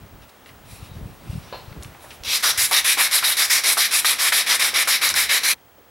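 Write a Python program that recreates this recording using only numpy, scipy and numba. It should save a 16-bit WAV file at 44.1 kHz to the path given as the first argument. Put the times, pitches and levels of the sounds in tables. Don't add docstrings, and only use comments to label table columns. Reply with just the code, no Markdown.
import sys
import numpy as np
from scipy import signal
from scipy.fft import rfft, irfft
from scipy.io import wavfile
from scipy.ndimage import uniform_filter1d
from numba import njit

SR = 44100
rng = np.random.default_rng(int(sys.argv[2]) if len(sys.argv) > 2 else 0)


def wav_out(sig):
    wavfile.write(sys.argv[1], SR, np.round(np.clip(np.atleast_2d(sig).T, -1, 1) * 32767).astype(np.int16))


def elevation(decibels):
    levels = np.asarray(decibels, float)
    return 10 ** (levels / 20)


N = 260190
T = np.arange(N) / SR
CUT_S = 5.543
LEFT_RIGHT = np.array([[1], [-1]])


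def curve(table):
    s, *columns = np.transpose(table)
    return [np.interp(T, s, c) for c in columns]


def unit(x):
    return x / np.sqrt(np.mean(x ** 2))


def walk(rate_hz):
    k = int(SR / rate_hz)
    held = np.repeat(rng.standard_normal(N // k + 1), k)
    slewed = uniform_filter1d(uniform_filter1d(held, k), k)
    return unit(slewed[:N])


@njit
def svf(x, hz, width, sr):
    y, band, low = np.empty(len(x)), 0., 0.
    for i in range(len(x)):
        g, k = np.tan(np.pi * hz[i] / sr), width / hz[i]
        v = (band + g * (x[i] - low)) / (1 + g * (g + k))
        band, low, y[i] = 2 * v - band, low + 2 * g * v, k * v
    return y


def bandpass(x, hz, width_hz):
    return svf(x, np.full(len(x), 1. * hz), 1. * width_hz, 1. * SR)


def add(out, s, sound):
    i = int(s * SR)
    out[i:i + len(sound)] += sound[:N - i]


def decay(size, t60_s):
    return np.exp(-np.log(1000) * T[:size] / t60_s)


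def burst(hz, shape):
    noise = rng.standard_normal(len(shape))
    return shape * unit(bandpass(bandpass(noise, hz, hz), hz, hz))


def grit(spread_db):
    return elevation(spread_db * rng.exponential(size=N).clip(0, 6))


SWELL_DB = 1.4


def resonate(size, modes, drift, tune):
    out = 0
    for hz, width_hz, db in modes:
        centre_hz = hz * tune * (1 + drift * walk(9))
        once = svf(size * rng.standard_normal(N), centre_hz, 1. * width_hz, 1. * SR)
        gain = elevation(db + SWELL_DB * walk(12))
        out = out + gain * svf(once, centre_hz, 1. * width_hz, 1. * SR) / np.sqrt(width_hz)
    return out


# centre in Hz, width per filter pass in Hz, relative level in dB.
BODY_MODES = [(310, 89, -23), (650, 710, -8.5), (1216, 850, 1.5)]
HANDLE_MODES = [(1795, 730, -2), (2180, 580, 0.5), (2860, 1100, -5)]
PAPER_MODES = [(3500, 1010, -3.5), (3872, 780, 1.5), (4760, 1400, -0.5), (5553, 1130, -0.5)]
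HISS_MODES = [(7400, 5200, -4.5), (10190, 4600, 0), (11670, 6100, -2.5), (14700, 3600, -13.5)]
# time in seconds, factor on its Hz.
CUP = [(2.31, 1.23), (2.48, 0.81), (2.62, 1.01), (3.28, 1.013), (4.1, 1.056), (4.93, 1.01), (5.5, 0.99)]


def rasp(spread_db, drift, flicker_db):
    size = grit(spread_db)
    tunes = (1, curve(CUP)[0], 1, 1)
    families = (BODY_MODES, HANDLE_MODES, PAPER_MODES, HISS_MODES)
    return [unit(resonate(size, modes, drift, tune)) * elevation(flicker_db * walk(40))
            for modes, tune in zip(families, tunes)]


# start in seconds,
# slowed after seconds, wood body in dB, paper ring in dB, grit hiss in dB.
STROKES = [(2.236, 0.14, -10, 5, 1.5), (2.424, 0.093, -6.5, 5.0, 1), (2.574, 0.092, -11, 1.5, 8),
           (2.71, 0.092, -7, 2.5, 2.5), (2.843, 0.098, -11.2, 0.5, 2), (2.972, 0.097, -9.5, -1.9, 0.1),
           (3.11, 0.085, -8.5, 1.5, 3.5), (3.222, 0.11, -7.5, 2.5, 2.5), (3.367, 0.091, -5.5, 5, 5),
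           (3.497, 0.097, -6.5, 4.8, 4), (3.635, 0.1, -7, 2, 3.5), (3.772, 0.095, -14, 3.5, 4),
           (3.909, 0.093, -7.5, 3.5, 5.5), (4.045, 0.093, -8.5, 4, 5.5), (4.184, 0.11, -8, 1.7, 2.6),
           (4.321, 0.099, -10.5, 3.5, 2), (4.462, 0.1, -9, -0.2, -0.3), (4.593, 0.1, -10, 3, 2.5),
           (4.737, 0.094, -7, 2.5, -1.2), (4.872, 0.098, -12, 3.5, 2.5), (5.012, 0.1, -5, 4.5, 3),
           (5.139, 0.11, -11.5, 2, 1), (5.29, 0.095, -8.5, -0.2, -1.7), (5.432, 0.096, -9.5, 2.3, 0.2)]
# jerk at the start in dB, rise in seconds, slowing in seconds,
# fade in seconds, drag before the turn in dB.
AWAY = (-5.5, .034, .018, .015, -15)
BACK = (-4.5, .02, .032, .024, -18)
# change of wood body, of paper ring and of grit hiss, all in dB per second.
AWAY_SLIDE = (-19, 15, 52)
BACK_SLIDE = (-10, 9.6, 0)
# time in seconds, rasp at full speed in dB.
EFFORT = [(2.3, -15), (2.4, -14.5), (2.5, -15.8), (4.6, -16.0), (5.05, -17.5), (5.2, -16.5), (5.5, -16.5)]
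FIRST_RISE_S, FIRST_JERK_DB = 0.15, -27
JERK_S, SLOWED_DB, SETTLE_S, SETTLE_DB = .003, -5, .025, -2.5
GRIP_SHIFT_S = 0.0042


def strokes():
    speed, grip_db = np.zeros(N), np.zeros((3, N))
    ends = [row[0] for row in STROKES[1:]] + [N / SR]
    for k, ((s, length_s, *colour_db), end) in enumerate(zip(STROKES, ends)):
        jerk_db, rise_s, slowing_s, fade_s, drag_db = (AWAY, BACK)[k % 2]
        if k == 0:
            jerk_db, rise_s = FIRST_JERK_DB, FIRST_RISE_S
        now = slice(int(s * SR), int(end * SR))
        t = T[now] - s
        up = np.interp(t, [0, JERK_S, rise_s], elevation(np.array([drag_db, jerk_db, 0])))
        down_db = np.interp(t - length_s, [-slowing_s, -slowing_s / 3, 0, fade_s, fade_s + SETTLE_S],
                            [0, SLOWED_DB / 3, SLOWED_DB, drag_db, drag_db + SETTLE_DB])
        speed[now] = up * elevation(down_db)
        slide_db = np.outer((AWAY_SLIDE, BACK_SLIDE)[k % 2], t.clip(0, length_s) - length_s / 2)
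        grip_db[:, now] = np.array(colour_db)[:, None] + slide_db
    speed = speed * elevation(curve(EFFORT)[0]) * (T < CUT_S)
    return speed, uniform_filter1d(grip_db, int(GRIP_SHIFT_S * SR))


# middle in seconds, length in seconds, dip in dB.
SNAGS = [(2.426, 0.021, -5.5), (2.715, 0.018, -4.5), (2.977, 0.027, -5), (3.232, 0.021, -10.5),
         (4.187, .02, -3), (4.737, 0.0045, -5), (5.092, 0.023, -5.5), (5.15, 0.024, -9.5)]
# start in seconds, level in dB, centre in Hz,
# decay constant in seconds.
BITES = [(2.433, -17, 1370, 0.014), (2.709, -21.5, 905, 0.017), (2.97, -20, 810, 0.017),
         (3.226, -18.5, 1400, 0.019), (3.77, -15, 1160, 0.013), (4.046, -9.5, 1530, 0.0051),
         (4.321, -13.5, 1580, .01), (4.733, -23.5, 650, 0.0041), (4.871, -18, 1070, 0.016),
         (5.14, -20, 1520, 0.0052)]


def sanding():
    speed, (body_db, paper_db, hiss_db) = strokes()
    dips_db = sum(db * np.exp(-((T - s) / length_s * 2) ** 2) for s, length_s, db in SNAGS)
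    speed = speed * elevation(dips_db)
    slow = np.log10(speed / speed.max() + 0.027)
    paper_db, hiss_db = paper_db + 4 * slow, hiss_db + 7 * slow
    shares = elevation(np.array([body_db, 0 * T, paper_db, hiss_db]))
    shares = shares / np.sqrt(np.sum(shares ** 2, axis=0))
    shimmer = elevation(.8 * walk(120))
    families = rasp(spread_db=1.9, drift=.022, flicker_db=1.2)
    out = speed * shimmer * np.sum(shares * families, axis=0)
    for s, db, hz, decay_s in BITES:
        t = T[:4000] / decay_s
        add(out, s, elevation(db) * burst(hz, np.exp(-t) * (1 - np.exp(-t * 8))))
    return out


# middle in seconds, length in seconds, level in dB,
# treble against it in dB.
SLIDES = [(0.233, 0.075, -53, -11), (0.294, 0.046, -57, -4), (0.487, 0.094, -52.5, -6),
          (0.745, 0.27, -49.5, -1), (.86, .12, -52, -4.5), (.96, .12, -53, -7), (1.1, 0.32, -60, -2),
          (1.338, 0.31, -50.5, -5), (1.47, 0.14, -50.5, -13), (1.57, 0.25, -48.5, -13),
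          (1.716, 0.23, -57, -17), (1.85, .12, -53, -2), (2.038, .12, -52, 0), (2.127, 0.16, -50, -1)]


def slides():
    low, high = 0, 0
    for s, length_s, db, treble_db in SLIDES:
        swell = elevation(db) * np.cos(np.pi * ((T - s) / length_s).clip(-.5, .5)) ** 2
        low = low + swell
        high = high + swell * elevation(treble_db)
    return low, high


def ring(hz, t60_s):
    size = SR // 2
    return np.sin(2 * np.pi * hz * T[:size]) * decay(size, t60_s)


# start in seconds, level in dB,
# centre in Hz, t60 in seconds.
CRACKLES = [(0.293, -44.5, 3500, .03), (.46, -42, 2190, .05), (.491, -44, 2100, 0.061),
            (1.727, -38, 1510, .02), (1.825, -33, 3800, 0.02), (1.833, -32, 8000, 0.013),
            (1.847, -34.5, 2480, 0.022), (1.947, -36.5, 980, 0.036), (2.041, -39.5, 800, 0.17),
            (2.106, -37, 2280, 0.11), (2.236, -30, 4080, 0.012), (2.7125, -11, 10500, 0.0049),
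            (5.0905, -9, 5500, .008), (5.101, -16, 4200, .02), (5.1405, -11.5, 4500, 0.0094),
            (5.78, -47.5, 377, 0.19)]
# start in seconds, relative level in dB.
KNOCKS = [(1.526, -25), (1.531, -38), (1.544, -25), (1.556, -32)]
# frequency in Hz, relative level in dB, t60 in seconds.
TOOL_MODES = [(504, 2.5, 0.086), (584, -1, 0.09), (1026, 2, 0.14), (1330, -5, 0.04), (1686, -9, .1),
              (2300, -14, 0.092), (2720, -15, .2), (3020, -16, 0.33), (3580, -15, .25), (3860, -8, .2),
              (4199, -9, .2), (4500, -11, .18), (4850, -18, .12)]


def handling():
    low, high = slides()
    body, handle, paper, hiss = rasp(spread_db=2.0, drift=.04, flicker_db=1.5)
    out = low * (0.45 * body + 0.59 * handle + 0.65 * paper) + high * hiss
    for s, db, hz, t60_s in CRACKLES:
        add(out, s, elevation(db) * burst(hz, decay(6000, t60_s)))
    scrape = unit(bandpass(rng.standard_normal(7000), 3800, 150))
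    add(out, .84, elevation(-56) * np.hanning(7000) * scrape)
    knock_s = KNOCKS[0][0]
    add(out, knock_s, elevation(-34) * burst(700, np.exp(-T[:6000] / .035)))
    add(out, knock_s, elevation(-46) * burst(2300, np.exp(-T[:6000] / 0.055)))
    signs = rng.choice([-1, 1], (len(KNOCKS), len(TOOL_MODES)))
    for (s, db), row in zip(KNOCKS, signs):
        modes = sum(sign * elevation(mode_db) * ring(hz, t60_s) for sign, (hz, mode_db, t60_s) in zip(row, TOOL_MODES))
        add(out, s, elevation(db) * modes / 3)
    return out


# time in seconds, level in dB.
WIND = [(0, -50), (.4, -58), (.66, -49), (1.0, -40.5), (1.2, -45.5), (1.34, -38), (1.44, -49), (1.78, -45),
        (1.94, -53.5), (2.3, -52.5), (3.9, -62), (5.36, -55), (5.56, -62.5), (5.9, -63)]
# middle in seconds, relative level in dB, frequency in Hz.
BUFFETS = [(.04, -41, 86.5), (0.139, -43, 97), (.733, -36.5, 83.7), (.83, -30.5, 104), (0.919, -33, 125),
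           (.968, -30, 102), (1.028, -33, 99), (1.061, -28, 117), (1.277, -36, 109.4), (1.301, -23, 98),
           (1.334, -27.5, 140), (1.358, -23, 145), (1.382, -25, 127), (1.683, -35, 86), (1.719, -34.5, 106),
           (1.859, -33.5, 109), (2.211, -38, 70), (2.278, -37, 74), (2.586, -33.5, 82)]


def wind():
    rumbles = []
    for _ in range(2):
        centre_hz = 80 * (1 + 0.17 * walk(22)).clip(.4, 2)
        rumbles.append(svf(rng.standard_normal(N), centre_hz, 97.0, 1. * SR))
    mid, side = (elevation(curve(WIND)[0] + 3.1 * walk(23.95)) * unit(bandpass(r, 90, 260)) for r in rumbles)
    thumps = np.zeros((2, N))
    for (s, db, hz), (turn, lean) in zip(BUFFETS, rng.random((len(BUFFETS), 2))):
        size = int(2.2 * SR / hz)
        eddy = elevation(db) * np.hanning(size) * np.sin(2 * np.pi * (hz * T[:size] + turn))
        start_s = s - size / SR / 2
        add(thumps[0], start_s, eddy * elevation(6.8 * lean))
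        add(thumps[1], start_s, eddy * elevation(3.5 - 3.8 * lean))
    return mid + 0.36 * side * LEFT_RIGHT + thumps


WHINE_HZ, WHINE_DB = 15734.3, -59
TICK_RATE_HZ, TICK_DB = 29.97, -57
# first in seconds, end in seconds.
TICK_RUNS = [(.030, 4.6), (5.551, 5.89)]


def camera():
    gain = np.sqrt(2) * elevation(WHINE_DB + 1.1 * walk(24.8))
    out = gain * np.sin(2 * np.pi * WHINE_HZ * T + .4 * walk(30))
    blip = np.hanning(260) * np.sin(2 * np.pi * 3180 * T[:260])
    for first_s, end_s in TICK_RUNS:
        for s in np.arange(first_s, end_s, 1 / TICK_RATE_HZ):
            add(out, s - .003, elevation(TICK_DB) * blip)
    return out


# frequency in Hz, relative level in dB.
HUSH_COLOUR = [(80, -48), (200, -2.5), (660, 0), (1200, -3), (2600, -10), (4500, -15.5), (8000, -19),
               (15900, -19.5)]
# time in seconds, level in dB.
HUSH_LEVEL = [(0, -57), (1.2, -55), (5.54, -50), (5.56, -60), (5.9, -61)]


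def hush():
    hz = np.arange(N // 2 + 1) * SR / N + 1
    colour_hz, colour_db = np.transpose(HUSH_COLOUR)
    colour = elevation(np.interp(np.log(hz), np.log(colour_hz), colour_db))
    apart = np.array([1 + 0 * hz, 0.19 / (1 + (hz / 10000) ** 8)])
    spectrum = rfft(rng.standard_normal((2, N))) * colour * apart
    mid, side = np.sqrt(2) * unit(irfft(spectrum, N))
    return elevation(curve(HUSH_LEVEL)[0] + 0.47 * walk(8.2)) * (mid + side * LEFT_RIGHT)


@njit
def walls(x, lags, gain, damp):
    line, soft, out = np.zeros((8, 4096)), np.zeros(8), np.zeros((2, len(x)))
    for i in range(len(x)):
        total = 0.
        for k in range(8):
            soft[k] += (1 - damp) * (gain[k] * line[k, (i - lags[k]) & 4095] - soft[k])
            total += soft[k]
            out[k % 2, i] += soft[k]
        for k in range(8):
            line[k, i & 4095] = x[i] + soft[k] - total / 4
    return out


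ROOM_DB, ROOM_T60_S, ROOM_DAMP = -20, .6, .25


def scene():
    near = sanding() + handling()
    lags = np.array([499, 677, 811, 1013, 1259, 1493, 1777, 2081])
    lag_gains = elevation(-60 * lags / SR / ROOM_T60_S)
    room, far_room = (T < CUT_S) * walls(near + 1e-18, lags, lag_gains, ROOM_DAMP)
    echo = np.roll(near, 110) + elevation(-9) * far_room
    bands = ((near, 1800, 7000, -22), (echo, 2200, 2000, -23), (echo, 7000, 4000, -17))
    side = sum(elevation(db) * bandpass(bandpass(x, hz, width_hz), hz, width_hz) for x, hz, width_hz, db in bands)
    work = near + elevation(ROOM_DB) * room + side * LEFT_RIGHT
    gate = np.clip(np.abs(CUT_S - T - .003) / 0.0047, 0, 1)
    return work * gate + wind() + hush() + camera()


def low_pass(x):
    return signal.sosfilt(signal.butter(12, 17110, fs=SR, output="sos"), x)


TOP_HZ = 15900


def record(dry):
    bass_cut = signal.butter(2, 30, "high", fs=SR, output="sos")
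    top_cut = signal.ellip(10, .2, 60, TOP_HZ, fs=SR, output="sos")
    sound = signal.sosfilt(top_cut, signal.sosfilt(bass_cut, dry))
    return low_pass(np.tanh(1.295 * sound) / 1.274)


dry = scene()
out = record(dry)
wav_out(out)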